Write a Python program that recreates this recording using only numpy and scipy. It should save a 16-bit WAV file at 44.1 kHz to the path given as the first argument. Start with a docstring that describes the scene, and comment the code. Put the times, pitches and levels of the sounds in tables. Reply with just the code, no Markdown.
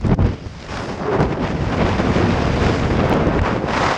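"""Off an aircraft's tail ramp and tumbling into freefall, heard from one helmet camera microphone right
in the airstream. Eddies of all sizes beat on its port: big ones buffet, small ones roar and hiss, coming
in gusts and bursts as the head turns. Air blowing across the port adds a hollow roar. Sudden slaps of
pressure snap and thud, one thin tick sounds, and the camera rounds the loudest buffets."""
import sys
import numpy as np
from scipy import signal
from scipy.fft import rfft, irfft, next_fast_len
from scipy.io import wavfile
from scipy.ndimage import uniform_filter1d

SR = 44100
rng = np.random.default_rng(int(sys.argv[2]) if len(sys.argv) > 2 else 0)


def to_wav(sig):
    """Store sig (one row per channel, or 1-D mono) as 16-bit WAV at the path in sys.argv[1].

    Samples outside -1..1 are clipped; the rate is SR.
    """
    pcm = np.clip(np.atleast_2d(sig), -1, 1) * 32767
    pcm = np.round(pcm).astype(np.int16)
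    wavfile.write(sys.argv[1], SR, pcm.T)  # frames by channels


N = 175077

# Wind on the port. Each row: time in seconds, then buffeting bass, low middle, roar, rush and hiss in dB.
# Only the rise and fall within a column counts, as each is brought to the same average power.
WIND_LEVELS = [(0.0, -25, -50.5, -57, -53, -58), (0.05, -15, -19.5, -31, -40.5, -50),
               (0.08, -15, -27, -30.5, -46, -54), (0.132, -10, -17, -25.5, -40, -54),
               (0.16, -29, -28.5, -49, -54, -59), (0.19, -23.5, -15, -29.5, -53, -57),
               (0.2, -14.5, -21, -32, -43, -58), (0.26, -11, -22.5, -31.5, -37, -49.5),
               (0.32, -22.5, -26, -34.5, -41.5, -50.5), (0.39, -40, -38.5, -48, -44.5, -55),
               (0.46, -21.5, -35, -40.5, -48.5, -49), (0.49, -29.5, -43, -46.5, -46.5, -51.5),
               (0.63, -35, -40.5, -43, -42.5, -48), (0.68, -31.5, -36, -38, -40, -47),
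               (0.72, -32, -34.5, -29, -36, -41.5), (0.77, -29, -31, -27, -34, -39.5),
               (0.82, -33, -27, -27, -35.5, -42.5), (0.87, -43, -29.5, -37.5, -40.5, -45),
               (0.89, -28, -24.5, -27.5, -35, -44), (0.97, -36, -31.5, -36, -41, -49),
               (1.02, -30, -25.5, -26.5, -43.5, -50.5), (1.08, -39.5, -24.5, -25.5, -39, -52),
               (1.15, -27, -17.5, -21, -35.5, -46), (1.18, -32.5, -20.5, -26.5, -39.5, -52),
               (1.2, -17.5, -17.5, -21, -38, -47.5), (1.23, -26, -14.5, -22, -34.5, -44),
               (1.27, -25, -25.5, -33.5, -45, -54.5), (1.33, -31, -19, -28.5, -30.5, -48),
               (1.35, -27, -27, -28, -44, -51), (1.39, -33, -23.5, -32, -41.5, -54),
               (1.44, -24, -18.5, -25, -32.5, -45), (1.46, -28, -27, -26.5, -30.5, -46.5),
               (1.54, -26, -23.5, -34.5, -40, -49.5), (1.61, -22, -26, -31, -38.5, -47.5),
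               (1.7, -19.5, -24, -27, -34.5, -45.5), (1.74, -20.5, -21, -20.5, -30.5, -44.5),
               (1.77, -26, -29.5, -30, -36.5, -45), (1.8, -19, -15, -23.5, -29, -44),
               (1.92, -17.5, -23.5, -25.5, -30.5, -41.5), (1.97, -24, -27, -29, -31.5, -44),
               (2.0, -17, -15.5, -20, -28, -39), (2.03, -23, -22.5, -25, -34.5, -45),
               (2.12, -18.5, -17, -24.5, -30.5, -42), (2.3, -20.5, -18.5, -25, -30, -41.5),
               (2.45, -20.5, -22, -26.5, -30.5, -41.5), (2.59, -19, -23.5, -27, -30, -41.5),
               (2.64, -17.5, -19, -20.5, -26.5, -37), (2.77, -23, -20, -26.5, -30, -41),
               (2.85, -12.5, -23.5, -23.5, -32, -42), (2.89, -21, -20, -26.5, -33, -45.5),
               (3.0, -18.5, -17.5, -24.5, -31, -44), (3.08, -21.5, -17, -22, -31, -44),
               (3.17, -24.5, -18.5, -24, -33.5, -47.5), (3.29, -15, -16.5, -25.5, -34.5, -50),
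               (3.32, -25, -25.5, -21.5, -34, -50.5), (3.37, -16.5, -16.5, -23, -39.5, -49),
               (3.39, -16.5, -25, -23, -30, -48), (3.41, -11, -27.5, -25.5, -41, -55),
               (3.46, -26.5, -22, -17.5, -27.5, -41.5), (3.57, -28, -22.5, -29.5, -36.5, -50.5),
               (3.64, -33, -21, -30, -41, -53), (3.74, -29, -25, -20.5, -26.5, -39.5),
               (3.87, -23, -23.5, -16, -26.5, -35.5), (3.94, -38.5, -27, -18, -28.5, -36.5),
               (3.97, -31, -34.5, -33, -28.5, -40)]
# The frequency in Hz at which each of those five levels rules.
LEVEL_CENTRES_HZ = (70, 310, 1050, 2800, 5600)
# Long-term colour of the wind through the port. Each row: frequency in Hz, relative density in dB.
WIND_COLOUR = [(15, -29.5), (25, -8), (63, 0), (129, 0), (210, -2), (335, -5.5), (425, -7.5), (472, -7),
               (616, -9.5), (991, -13), (2250, -22.5), (4250, -34), (4990, -32.5), (7030, -43.5),
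               (9920, -62.5), (11500, -73), (14000, -106)]
# Unevenness of the wind. Each row: frequency in Hz, then depth of gusts, flutter, bursts, flicker in dB.
TURBULENCE_DEPTHS = [(40, -0.3, 0.1, 0.5, 0.2), (248, -0.05, 0.95, 1, 0.15),
                     (1510, -0.54, 0.44, 1.32, 0.42), (4000, 0.16, 0.03, 1.56, 0.5),
                     (9000, 0.6, 0.5, 0.6, 1.5)]
# Abrupt dips of the wind between buffets. Each row: start in seconds, end in seconds, depth in dB.
WIND_LULLS = [(0.15, 0.184, -6), (0.228, 0.243, -2.5), (3.399, 3.402, -10), (3.422, 3.432, -2)]
# Slaps of pressure on the microphone. Each row: start in seconds, snap level in dB before its low-pass,
# snap decay in seconds, snap low-pass in Hz, thud peak in dB.
PRESSURE_SLAPS = [(0.0117, -24, 0.0013, 9000, -37), (0.041, -26, .006, 2500, -25),
                  (0.0656, -26, .003, 8000, -18), (0.08, -29, .002, 7000, -23),
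                  (0.094, -21, .003, 3000, -18), (0.1152, -19, .003, 3000, -24),
                  (0.1277, -18.5, .003, 2500, -18), (0.144, -26.5, .002, 7000, -24),
                  (0.189, -32.5, .004, 1500, -19), (0.205, -29, .002, 3500, -26),
                  (0.2205, -31, .003, 8000, -9), (0.263, -29, .005, 7000, -11),
                  (0.461, -28, .003, 2000, -22.5), (1.204, -15, .002, 7000, -25),
                  (1.2275, -20, .003, 6000, -25), (1.254, -18, .002, 4000, -18),
                  (1.8148, -25, .002, 4000, -17), (2.306, -12, .0015, 4500, -29),
                  (2.834, -18.5, .003, 4000, -11), (3.137, -21, .002, 8000, -20),
                  (3.2700, -25, .002, 8000, -8), (3.3915, -14, .0012, 5500, -12),
                  (3.4156, -25, .003, 7000, -8.5), (3.428, -22, .0015, 4500, -30),
                  (3.437, -18, .006, 1800, -26)]
# Colour of a snap. Each row: frequency in Hz, relative density in dB.
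SNAP_SPECTRUM = [(200, -13), (600, 3), (2000, -5), (4500, -11.5), (8000, -15.5), (11000, -29), (15000, -58)]
# Air blowing across the port. Each row: middle in seconds, half length in seconds, first pitch in Hz,
# last pitch in Hz, width in Hz, steady tone over noise as a ratio, level at the middle in dB.
HOLLOW_SWELLS = [(1.115, 0.0905, 469.4, 335, 70, 1.3, -19), (1.225, 0.034, 360, 330, 110, .8, -23),
                 (3.823, 0.287, 902, 980, 404, .05, -28)]
# The thin tick. Each row: start in seconds, impulse height in dB before doubling and high-pass.
THIN_TICKS = [(3.097, -20)]

WIND_DB = -17  # rms, before the lulls
GUST_RATE, FLUTTER_RATE, BURST_RATE, FLICKER_RATE = 17, 60, 350, 23  # per second
THUD_HZ, THUD_DECAY_S = 80.7, 0.013
SNAP_RISE_S, THUD_RISE_S = 0.00051, 0.0013


def wind_on_port(burst_spike=0.22):
    """Eddies right on the microphone: half-octave bands share gusts, flutter and bursts; each flickers."""
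    rows, t = np.array(WIND_LEVELS), np.arange(N) / SR
    levels = np.array([np.interp(t, rows[:, 0], column) for column in rows.T[1:]])
    levels -= 10 * np.log10(np.mean(undb(levels) ** 2, axis=1, keepdims=True))
    bursts = wander(BURST_RATE)
    bursts += burst_spike * np.maximum(bursts, 0) ** 2  # sharpen the upward swings
    gusts, flutter = wander(GUST_RATE), wander(FLUTTER_RATE)
    spectrum, hz, size = noise_spectrum(WIND_COLOUR)
    out = 0
    for centre_hz in 20 * 2 ** (np.arange(20) / 2):
        band = np.cos(np.pi / 2 * np.clip(2 * np.log2(hz / centre_hz), -1, 1)) ** 2
        # blend the two level columns nearest this band
        place = np.interp(np.log(centre_hz), np.log(LEVEL_CENTRES_HZ), np.arange(5))
        below = min(int(place), len(levels) - 2)
        db = levels[below] + (place - below) * (levels[below + 1] - levels[below])
        flicker = wander(FLICKER_RATE)
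        for column, wobble in enumerate([gusts, flutter, bursts, flicker], start=1):
            db += along_hz(centre_hz, TURBULENCE_DEPTHS, column) * wobble
        out += undb(db) * irfft(spectrum * band, size)[:N]
    return at_level(out, WIND_DB)


def lull_gain(edge_s=0.0037):
    """Gain of the wind as it drops away for an instant between buffets."""
    t, db = np.arange(N) / SR, 0
    for start, end, depth_db in WIND_LULLS:
        inside_s = np.minimum(t - start, end - t)
        db += depth_db * np.clip(inside_s / edge_s + .5, 0, 1)
    return undb(db)


def pressure_slaps():
    """Each slap is a short noisy snap over a thud, the damped swing of a push on the membrane."""
    spectrum, _, size = noise_spectrum(SNAP_SPECTRUM)
    noise = at_level(irfft(spectrum, size)[:N], 0)
    out, t = np.zeros(N), np.arange(8192) / SR
    thud = np.exp(-t / THUD_DECAY_S) * np.sin(2 * np.pi * THUD_HZ * t) * np.minimum(t / THUD_RISE_S, 1)
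    thud /= thud.max()
    for start, snap_db, decay_s, top_hz, thud_db in PRESSURE_SLAPS:
        i = int(start * SR)
        envelope = np.exp(-t / decay_s) * np.minimum(t / SNAP_RISE_S, 1)
        snap = noise[i:i + len(t)] * envelope
        snap *= np.sqrt(np.sum(envelope ** 2) / np.sum(snap ** 2))
        snap = signal.sosfilt(signal.butter(3, top_hz, fs=SR, output="sos"), snap)
        out[i:i + len(t)] += undb(snap_db) * snap + undb(thud_db) * thud
    return out


def hollow_roar():
    """Air across the port's cavity: swells of narrow noise around a tone that glides in pitch."""
    out, t = 0, np.arange(N) / SR
    for middle, half_s, from_hz, to_hz, width_hz, tone_ratio, db in HOLLOW_SWELLS:
        place = np.clip((t - middle) / half_s, -1, 1)
        pitch_hz = from_hz + (to_hz - from_hz) * (place + 1) / 2
        phase = 2 * np.pi * np.cumsum(pitch_hz) / SR
        narrow = signal.butter(2, width_hz / 2, fs=SR, output="sos")
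        in_phase, quadrature = signal.sosfilt(narrow, rng.standard_normal((2, N)))
        roar = (in_phase + tone_ratio * in_phase.std()) * np.cos(phase) + quadrature * np.sin(phase)
        swell = np.cos(np.pi / 2 * place) ** 2
        out += swell * at_level(roar, db)
    return out


def thin_tick(low_cut_hz=2500):
    """One small click under the wind: an impulse with its bass cut away."""
    impulse = np.zeros(N)
    for start, db in THIN_TICKS:
        impulse[int(start * SR)] += 2 * undb(db)
    return signal.sosfilt(signal.butter(1, low_cut_hz, "high", fs=SR, output="sos"), impulse)


def undb(db):
    """Gain of a level in dB."""
    return 10 ** (np.asarray(db) / 20)


def at_level(x, db):
    """Scale to an rms level."""
    return x * undb(db) / np.sqrt(np.mean(x ** 2))


def wander(rate):
    """Random levels held for 1 / rate seconds and smoothed twice, with a spread of 1."""
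    hold = int(SR / rate)
    steps = np.repeat(rng.standard_normal(N // hold + 1), hold)
    smooth = uniform_filter1d(uniform_filter1d(steps, hold), hold)[:N]
    return smooth / smooth.std()


def along_hz(hz, table, column=1):
    """Read a table column on a log-frequency axis."""
    table = np.array(table, float)
    return np.interp(np.log(hz), np.log(table[:, 0]), table[:, column])


def noise_spectrum(colour):
    """Spectrum of noise coloured by (Hz, dB) points, with its frequencies and transform size."""
    size = next_fast_len(N)
    hz = np.maximum(np.arange(size // 2 + 1) * SR / size, 1)
    return rfft(rng.standard_normal(size)) * undb(along_hz(hz, colour)), hz, size


def scene():
    """All that reaches the single microphone on the helmet."""
    return (wind_on_port() * lull_gain() + hollow_roar() + pressure_slaps() + thin_tick())[None]


def record(dry):
    """The camera rounds the loudest peaks and cuts the highest treble."""
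    ceiling, top_hz = 0.94, 16050
    rounded = ceiling * np.tanh(dry / ceiling)
    return signal.sosfilt(signal.ellip(10, .5, 60, top_hz, fs=SR, output="sos"), rounded)


dry = scene()
out = record(dry)
to_wav(out)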